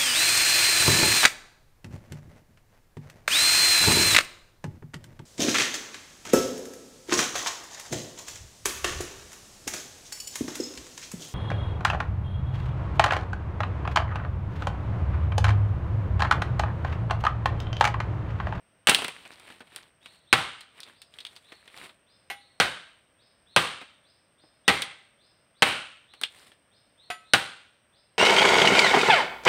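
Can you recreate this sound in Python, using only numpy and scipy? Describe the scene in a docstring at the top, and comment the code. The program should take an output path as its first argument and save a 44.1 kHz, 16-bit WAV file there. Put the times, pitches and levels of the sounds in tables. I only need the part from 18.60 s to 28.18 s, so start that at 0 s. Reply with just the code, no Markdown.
"""Soft air in the foliage and a thin hiss of insects (filtered noise) run throughout a dense bamboo grove.
Close by, a long hooked blade chops a green culm: a bright skin crack, tearing crackle and ringing modes,
scattered back by decaying noise. The first cut splinters through; twigs snap in short resonant crackles, and
leaves rustle in clumps of clicks. From 1.4 s a distant bird repeats a rising whistle (gliding sines); at 3.7
and 8.5 s the steel clinks (decaying modes and a skid). The last chop falls at 8.7 s."""
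import sys
import numpy as np
from scipy import signal
from scipy.fft import rfft, irfft, next_fast_len
from scipy.io import wavfile
from scipy.ndimage import map_coordinates

SR = 44100
rng = np.random.default_rng(int(sys.argv[2]) if len(sys.argv) > 2 else 0)


def wav_out(sig):
    """Save sig, one row per channel (or a flat mono array), as 16-bit PCM at SR to the path in sys.argv[1]."""
    wavfile.write(sys.argv[1], SR, np.round(np.clip(np.atleast_2d(sig).T, -1, 1) * 32767).astype(np.int16))


N = 422478
LIFE = np.arange(SR // 2) / SR  # time within one event, s


def amp(db):
    """Decibels to gain."""
    return 10 ** (np.asarray(db) / 20)


def unit(x):
    """Scale to rms 1."""
    return x / np.sqrt(np.mean(x ** 2) + 1e-20)


def unit_energy(x):
    """Scale to energy 1."""
    return x / (np.linalg.norm(x) + 1e-20)


def along(points, hz):
    """Interpolate (Hz, value) points on a log frequency axis."""
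    f, v = np.transpose(points)
    return np.interp(np.log(hz + 1), np.log(f + 1), v)


def wobble(rate_hz):
    """Smooth random curve, rate_hz knots a second."""
    knots = rng.standard_normal(int(N * rate_hz / SR) + 4)
    return map_coordinates(knots, [np.arange(N) * rate_hz / SR])


def coloured(x, points):
    """Causal minimum-phase filter with the gain of the (Hz, dB) points, by folding the cepstrum."""
    half = next_fast_len(len(x) // 2 + 4096)
    gain = amp(along(points, np.fft.rfftfreq(2 * half, 1 / SR)))
    cepstrum = irfft(np.log(gain))
    cepstrum[1:half] *= 2
    cepstrum[half + 1:] = 0
    response = np.exp(rfft(cepstrum))
    return irfft(rfft(x, 2 * half) * response)[:len(x)]


def balanced(x, edges_hz, levels_db):
    """Tilt a burst so that each band nears the energy of 5 ms at its level."""
    hz = np.fft.rfftfreq(len(x), 1 / SR)
    power = 2 * abs(rfft(x)) ** 2 / len(x) / (.005 * SR)
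    points = []
    for lo, hi, db in zip(edges_hz, edges_hz[1:], levels_db):
        present_db = 10 * np.log10(power[(hz > lo) & (hz < hi)].sum())
        points.append((np.sqrt(lo * hi), db - present_db))
    return coloured(x, points)


def octaves(edges_hz, pivot_hz):
    """How far the middle of each band lies above the pivot, in octaves."""
    return np.log2(np.sqrt(np.multiply(edges_hz[:-1], edges_hz[1:])) / pivot_hz)


def resonant(x, hz, sharpness):
    """Pass x through one resonance of Q = sharpness."""
    return signal.lfilter(*signal.iirpeak(hz, sharpness, fs=SR), x)


def crackle(size, spread_db):
    """Noise made of tiny clicks of unequal strength, rms 1."""
    strength = amp(spread_db * np.clip(rng.standard_normal(size), -2, 2))
    return unit(rng.standard_normal(size) * strength)


def add(track, s, x):
    """Mix x into the track at s seconds."""
    start = max(round(s * SR), 0)
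    track[start:start + len(x)] += x[:max(N - start, 0)]


def grove(x, hold_s, stretch=1):
    """Countless stalks scatter the sound: near ones keep it up briefly, then each band fades at its own rate."""
    # decay before stretch: hz, t60_s
    grove_decay = [(100, 0.42), (500, .42), (1500, 0.54), (3500, 0.62), (6000, 0.51), (9000, 0.52),
                   (15000, 0.16)]
    hz, t, z = signal.stft(crackle(SR, spread_db=7.0), SR, nperseg=256)
    t60_s = stretch * along(grove_decay, hz)[:, None]
    fade = amp(-60 * np.maximum(t - hold_s, 0) / t60_s)
    onset = 1 - np.exp(-t / 0.0038)
    tail = signal.istft(z * fade * onset, SR, nperseg=256)[1]
    return signal.fftconvolve(x, unit_energy(tail))


def forest():
    """Soft air in the foliage and a narrow, steady band of insects, both filtered noise."""
    # air spectrum: hz, gain_db
    air_colour = [(15, -36), (25, -11.5), (91, -1.5), (433, -9), (614, -3.5), (782, -11), (1710, -10.5),
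                  (2120, -12.5), (3000, -13.5), (4260, -25.5), (5730, -23), (7300, -41.5), (8580, -10),
                  (9810, -40.5), (15500, -32)]
    insect_colour = [(6500, -60), (7900, -22), (8300, -7), (8480, 0), (8700, -8), (9200, -22), (11000, -60)]
    air = unit(coloured(rng.standard_normal(N), air_colour)) * amp(-66.5 + 0.23 * wobble(6.0))
    insects = unit(coloured(rng.standard_normal(N), insect_colour)) * amp(-78.0 + .8 * wobble(9.1))
    return air + insects


def ring_culm():
    """The hollow culm rings in decaying modes, slightly detuned and rebalanced per blow; energy 1."""
    # modes, nominal: pitch_hz, level_db, t60_s
    culm_modes = [(116, -14.5, 0.13), (188, -8.5, 0.11), (493, -2.5, 0.066), (600, -6.5, 0.063),
                  (797, -4.5, 0.26), (1216.4, -5.5, 0.086), (1303, -6.5, 0.09), (1585, 0.5, 0.035),
                  (1970, -3, 0.11), (2174, -2.5, 0.1), (2337, -8, 0.13), (2650, 0.5, 0.084),
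                  (3010, 2.5, 0.042), (3130, 0.5, 0.049), (3810, 0.5, 0.096)]
    ring = np.zeros(len(LIFE))
    for hz, level_db, t60_s in culm_modes:
        envelope = amp(level_db + rng.normal(0, 2.9) - 60 * LIFE / t60_s)
        tone = np.sin(2 * np.pi * hz * rng.normal(1, 0.0087) * LIFE)
        ring += envelope * tone * rng.choice([-1, 1])
    return unit_energy(ring)


def chops():
    """The edge cracks the skin, tears fibres as it sinks in, and sets the hollow culm ringing."""
    # bites, often with a deeper wedging a moment later:
    # start_s, level_db, heft_db, brightness_db_per_octave, wall_pitch_hz, bite_t60_s, echo_db
    bites = [(0.2711, -3.5, 2, 2.5, 3020, 0.2, -12), (0.2865, -6, 3.5, -1, 1130, 0.061, -9.5),
             (0.2948, -7.5, 7, 5.5, 2750, 0.063, -11.5), (1.728, 1.5, -3.5, -0.5, 1290, 0.064, -10.5),
             (1.7357, -4.5, -6.5, -3, 3060, 0.086, -7.5), (4.0004, -1, -1, -0.5, 1560, 0.19, -9.5),
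             (4.9628, 0.5, 1, 0, 1200, 0.11, -8), (6.0796, -0.5, 0.5, 0.13, 2040, 0.08, -9),
             (6.0916, -3.5, -0.5, -1.5, 2150, 0.14, -10), (7.022, -1.5, -2, -0.63, 3000, 0.063, -6),
             (7.0279, -3, -2, -0.2, 2700, 0.063, -5), (8.7354, 2, 0, 0.12, 1460, 0.14, -13.5)]
    # edges of the boom, thud, knock, crack and fizz bands: hz
    band_edges = [40, 250, 900, 2200, 5500, 16000]
    # balance shared by all chops, one per band: level_db
    band_levels = [-28.5, -16.5, -11.5, -11, -22.5]
    # share of heft in each band (boom and thud only): weight
    heft_weights = [1, 1, 0, 0, 0]
    # torn fibre spectrum: hz, gain_db
    fibre_colour = [(25, -17.5), (60, -5.5), (120, 3.5), (200, -3.5), (300, -4), (520, -6), (900, -3),
                    (1300, 0), (3100, -2), (4200, -5.5), (5500, -14), (7200, -15), (8800, -6),
                    (10500, -19.5), (15500, -26)]
    # hard skin spectrum: hz, gain_db
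    skin_colour = [(300, -18), (2500, -2), (4500, -4), (7000, -7.5), (9000, -3), (12000, -20),
                   (15500, -19.5)]
    track = np.zeros(N)
    for s, db, heft_db, brightness, wall_hz, bite_t60_s, echo_db in bites:
        levels_db = db + np.array(band_levels) + heft_db * np.array(heft_weights)
        levels_db = levels_db + brightness * octaves(band_edges, pivot_hz=1500)

        def voiced(x, ring):
            """The cut strip of wall has its own pitch, which changes from blow to blow."""
            return balanced(x + ring * resonant(x, wall_hz, sharpness=8), band_edges, levels_db)

        skin = coloured(rng.standard_normal(len(LIFE)) * amp(-60 * LIFE / 0.01), skin_colour)
        decay = amp(-60 * LIFE / bite_t60_s) + amp(-60 * LIFE / 0.0079)
        force = decay * (1 - np.exp(-LIFE / .0006))
        tear = coloured(crackle(len(LIFE), spread_db=2) * force, fibre_colour)
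        culm = ring_culm()
        blow = unit_energy(tear) + amp(-6) * unit_energy(skin) + amp(-6.5) * culm
        add(track, s, voiced(blow, ring=0.89))
        # the sharp front of the blow is what comes back, almost unchanged in colour
        impact = unit_energy(coloured(signal.unit_impulse(len(LIFE)), fibre_colour))
        front = voiced(impact + amp(-12.0) * culm, ring=0.85)
        returned = coloured(front, [(100, 0.53), (4000, 0.0), (8800, 0.0), (12000, 0.36), (15500, 2)])
        add(track, s, amp(echo_db) * grove(returned, hold_s=0.058))
    return track


def snaps():
    """Wood breaks with a tick, short splintering and a dry note: thick thuds, high, clean breaks are brighter."""
    # twigs and stalks: start_s, level_db, pitch_hz, thickness (0 twig - 1 stalk),
    # sharpness (0 bending - 1 clean break)
    breaks = [(0.313, -21, 3000, 0.89, 0), (0.3471, -12.5, 2900, 0.06, 0.46),
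              (0.3871, -27.5, 2960, 0.83, .4), (0.4208, -28.5, 3050, 1, 0.41),
              (0.4449, -24.5, 2370, 0.67, 0.47), (0.482, -29, 2230, 0.74, 0.62),
              (0.6545, -43, 2470, .8, .05), (0.7984, -48.5, 2600, 0.88, 0.69),
              (0.9014, -44.5, 1870, 0.83, .25), (1.0053, -41, 1810, 0.83, 0.26),
              (1.1613, -35.5, 3570, 0.78, 0.86), (1.459, -39, 2520, .4, .3), (2.0086, -40, 4070, .5, 0.55),
              (2.204, -39, 4910, .05, 0.69), (2.2321, -38.5, 4200, 0, 0.14),
              (2.4178, -41, 4800, 0.37, 0.55), (2.539, -48.5, 3240, 0, 0.2), (2.587, -39, 3130, 0, .1),
              (2.604, -38.5, 4030, 0, .05), (2.6502, -34, 2780, 0, 0.17), (2.666, -38, 3760, 0.013, .25),
              (2.763, -40.5, 4300, 0.53, .25), (2.9204, -40.5, 2300, 0.73, 0),
              (3.077, -43.5, 1920, 0.38, 0.35), (3.2936, -41.5, 1345, 0.22, 0.026),
              (5.2133, -38.5, 2320, 0.78, 0), (5.837, -55, 800, 0.96, 0), (6.2206, -22.5, 3000, 0.12, 0.53),
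              (7.5368, -45, 3000, 0.74, .25), (7.6142, -32, 4360, 1, 0.73), (7.635, -19, 2860, 0.072, 0),
              (7.918, -48, 1800, .35, .05)]
    # edges of the thud, knock, crack and fizz bands: hz
    band_edges = [150, 900, 2200, 5500, 16000]
    # balance of the thinnest twig, one per band: level_db
    thin_levels = [-28, -14.5, 1, -17]
    # balance of the thickest stalk, one per band: level_db
    thick_levels = [-2.5, -1.5, -4.5, -16.5]
    # splintering spectrum: hz, gain_db
    twig_colour = [(80, -10.5), (250, 5.5), (900, 2.5), (2200, -2), (3600, -2), (5500, -11.5), (7000, -15),
                   (8700, -2), (11000, -20.5), (15500, -18.5)]
    # clean break spectrum: hz, gain_db
    tick_colour = [(500, -20.5), (3000, -0.5), (5000, 0), (7000, -11), (9000, 5), (12000, -9.5),
                   (15500, -11.5)]
    thin_t60_s, thick_t60_s = 0.04, 0.084  # thicker wood splinters for longer
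    pivot_hz, db_per_octave_squared = 2840, 3.3  # tilt in dB per octave, for each octave of pitch
    tick_db = 24.5  # over the snap's level, at full sharpness
    track = np.zeros(N)
    tick = unit_energy(coloured(signal.unit_impulse(len(LIFE)), tick_colour))
    for s, db, hz, thickness, sharpness in breaks:
        thickness = np.clip(thickness, 0, 1)
        t60_s = thin_t60_s + thickness * (thick_t60_s - thin_t60_s)
        colour_db = thin_levels + thickness * np.subtract(thick_levels, thin_levels)
        brightness = db_per_octave_squared * np.log2(hz / pivot_hz) + 2.2 * sharpness
        force = amp(-60 * LIFE / t60_s) + 0.5 * amp(-60 * LIFE / 0.0046)
        splinter = coloured(crackle(len(LIFE), spread_db=9) * force, twig_colour)
        note = unit_energy(resonant(splinter, hz, sharpness=3.7))
        levels_db = db + colour_db + brightness * octaves(band_edges, hz)
        snap = balanced(unit_energy(splinter) + 0.42 * note, band_edges, levels_db)
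        snap = snap + sharpness ** 2 * amp(db + tick_db) * tick
        add(track, s, snap)
        add(track, s, amp(-13.5) * grove(snap, hold_s=.014, stretch=0.32))
    return track


def ticks(rate_hz, spread_db):
    """Dry leaf edges and stems flick each other: brief clicks of scattered pitch and size, rms 1."""
    track, t = np.zeros(N), LIFE[:SR // 100]
    for when, pitch, size in rng.random((int(rate_hz * N / SR), 3)):
        cycles = 1500 * 6 ** pitch * t  # 1500-9000 Hz
        ring = np.sin(2 * np.pi * cycles) * np.exp(-cycles / 1.3)
        add(track, when * N / SR, amp(spread_db * size ** 3 - 6 * pitch) * ring)
    return unit(track)


def rustle():
    """Leaves drag over each other in uneven clumps of small crackles; each brush swells, holds and settles."""
    # brushes, start_s being the end of the swell: start_s, hold_s, level_db, crispness_db
    brushes = [(0.507, 0.45, -53, -8.5), (1.084, 0.15, -56.5, -8.5), (1.446, 0.11, -61.5, -5.5),
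               (2.169, 0.16, -56.5, -10.5), (2.546, 0.28, -62.5, -4.5), (2.885, 0.37, -62.5, -8),
               (3.168, 0.067, -50, -7), (7.734, 0.14, -57, -4)]
    # leaf spectrum: hz, gain_db
    leaf_colour = [(35, -42), (60, -11.5), (215, -5.5), (403, -2), (475, -5), (1170, -3), (1550, -5.5),
                   (1960, -2), (3930, -3), (6410, -22), (8870, -7.5), (10400, -21.5), (15500, -25.5)]
    rise_s, settle_t60_s = 0.046, 0.29
    track, now = np.zeros(N), np.arange(N) / SR
    clumps = amp(2.4 * wobble(42) + 1.6 * wobble(210))
    drag = unit(coloured(crackle(N, spread_db=8) * clumps, leaf_colour))
    leaves = drag + .65 * ticks(rate_hz=180, spread_db=21)
    body = unit(signal.sosfilt(signal.butter(2, 4200, fs=SR, output="sos"), leaves))
    crisp = unit(signal.sosfilt(signal.butter(3, 5500, "high", fs=SR, output="sos"), leaves))
    for s, hold_s, db, crisp_db in brushes:
        swell = np.clip(1 + (now - s) / rise_s, 0, 1)
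        settle = amp(-60 * np.maximum(now - s - hold_s, 0) / settle_t60_s)
        track += amp(db) * swell * settle * (body + amp(crisp_db) * crisp)
    return track


def bird():
    """Each whistle slides up to its top note and at once drops away, blurred by the far side of the grove."""
    LOW, HIGH = (4420, -56.5), (5280, -61)  # notes: nominal top_hz, level_db
    # whistles: start_s, note (top_hz, level_db)
    whistles = [(1.408, LOW), (1.659, LOW), (2.319, HIGH), (2.829, LOW), (3.461, HIGH), (3.74, LOW),
                (4.578, HIGH), (4.86, LOW), (5.43, HIGH), (5.771, HIGH), (6.04, LOW), (6.578, HIGH),
                (6.941, HIGH), (7.471, LOW), (7.739, HIGH), (8.109, HIGH), (8.369, LOW), (8.638, LOW),
                (9.322, HIGH)]
    track = np.zeros(N)
    for s, (top_hz, db) in whistles:
        t = LIFE * rng.normal(1, 0.095)  # no two calls have quite the same pace
        quaver = 1 + 0.02 * np.sin(2 * np.pi * (70 * t + rng.random()))
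        glide_hz = [3150, 3700, top_hz * .92, top_hz, top_hz * .85]
        pitch_hz = quaver * np.interp(t, [0, .02, .045, .075, .115], glide_hz)
        effort = amp(np.interp(t, [0, .015, .04, .065, .09, .125], [-12, 0, -2, -2, -6, -70]))
        absorption = (3500 / pitch_hz) ** 0.79  # foliage soaks up the higher notes
        whistle = effort * absorption * np.sin(2 * np.pi * np.cumsum(pitch_hz) / SR)
        add(track, s, amp(db - 5) * whistle)
        add(track, s, amp(db + 0.5) * grove(whistle, hold_s=0.018, stretch=1.3))
    return track


def ring_blade(place):
    """The steel rings in decaying modes whose levels depend on the place of contact."""
    # modes: pitch_hz, t60_s, heel_level_db, tip_level_db
    blade_modes = [(719, .1, -6, 3), (807, .4, -7, -40), (1297, .36, -30, -8), (1548, .15, -11, -3),
                   (1965, .24, -6, -6), (2159, .18, -2, -25), (2546, .07, -14, 2), (2960, .25, -18, -15),
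                   (3420, .2, -16, -11), (4700, .18, -30, -17), (7052, .21, -35, -17),
                   (9515, .24, -15, -15), (11080, .18, -30, -17), (13070, .14, -16, -26)]
    ring = np.zeros(len(LIFE))
    for hz, t60_s, heel_db, tip_db in blade_modes:
        level_db = np.interp(place, [0, 1], [heel_db, tip_db])
        tone = np.sin(2 * np.pi * (hz * LIFE + rng.random()))
        ring += amp(level_db - 60 * LIFE / t60_s) * tone
    return ring


def clinks():
    """The steel skids briefly over a stalk and rings."""
    # glancing contacts: start_s, level_db, place (0 heel - 1 tip)
    glances = [(3.7003, -37.5, 0.071), (8.502, -37, 0.98)]
    skid_colour = [(100, -14.5), (700, -1.0), (3000, 3.5), (5500, -12.0), (9000, -18.5), (15000, -29.5)]
    track = np.zeros(N)
    for s, db, place in glances:
        ring = ring_blade(place)
        skid = coloured(crackle(len(LIFE), spread_db=3.5) * amp(-60 * LIFE / 0.14), skid_colour)
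        clink = amp(db) * (amp(6) * ring + amp(12.5) * skid)
        add(track, s, clink)
        add(track, s, amp(-18.5) * grove(clink, hold_s=.02))
    return track


def scene():
    """All sources at one microphone."""
    return (forest() + chops() + snaps() + rustle() + bird() + clinks())[None]


def record(dry):
    """The small microphone loses deep bass, the hardest peaks round off below 0.95, and the band ends steeply."""
    thin = signal.sosfilt(signal.butter(2, 42, "high", fs=SR, output="sos"), dry)
    held = thin / (1 + abs(thin / .95) ** 6) ** (1 / 6)
    return signal.sosfilt(signal.cheby1(10, .3, 15600, fs=SR, output="sos"), held)


dry = scene()
out = record(dry)
wav_out(out)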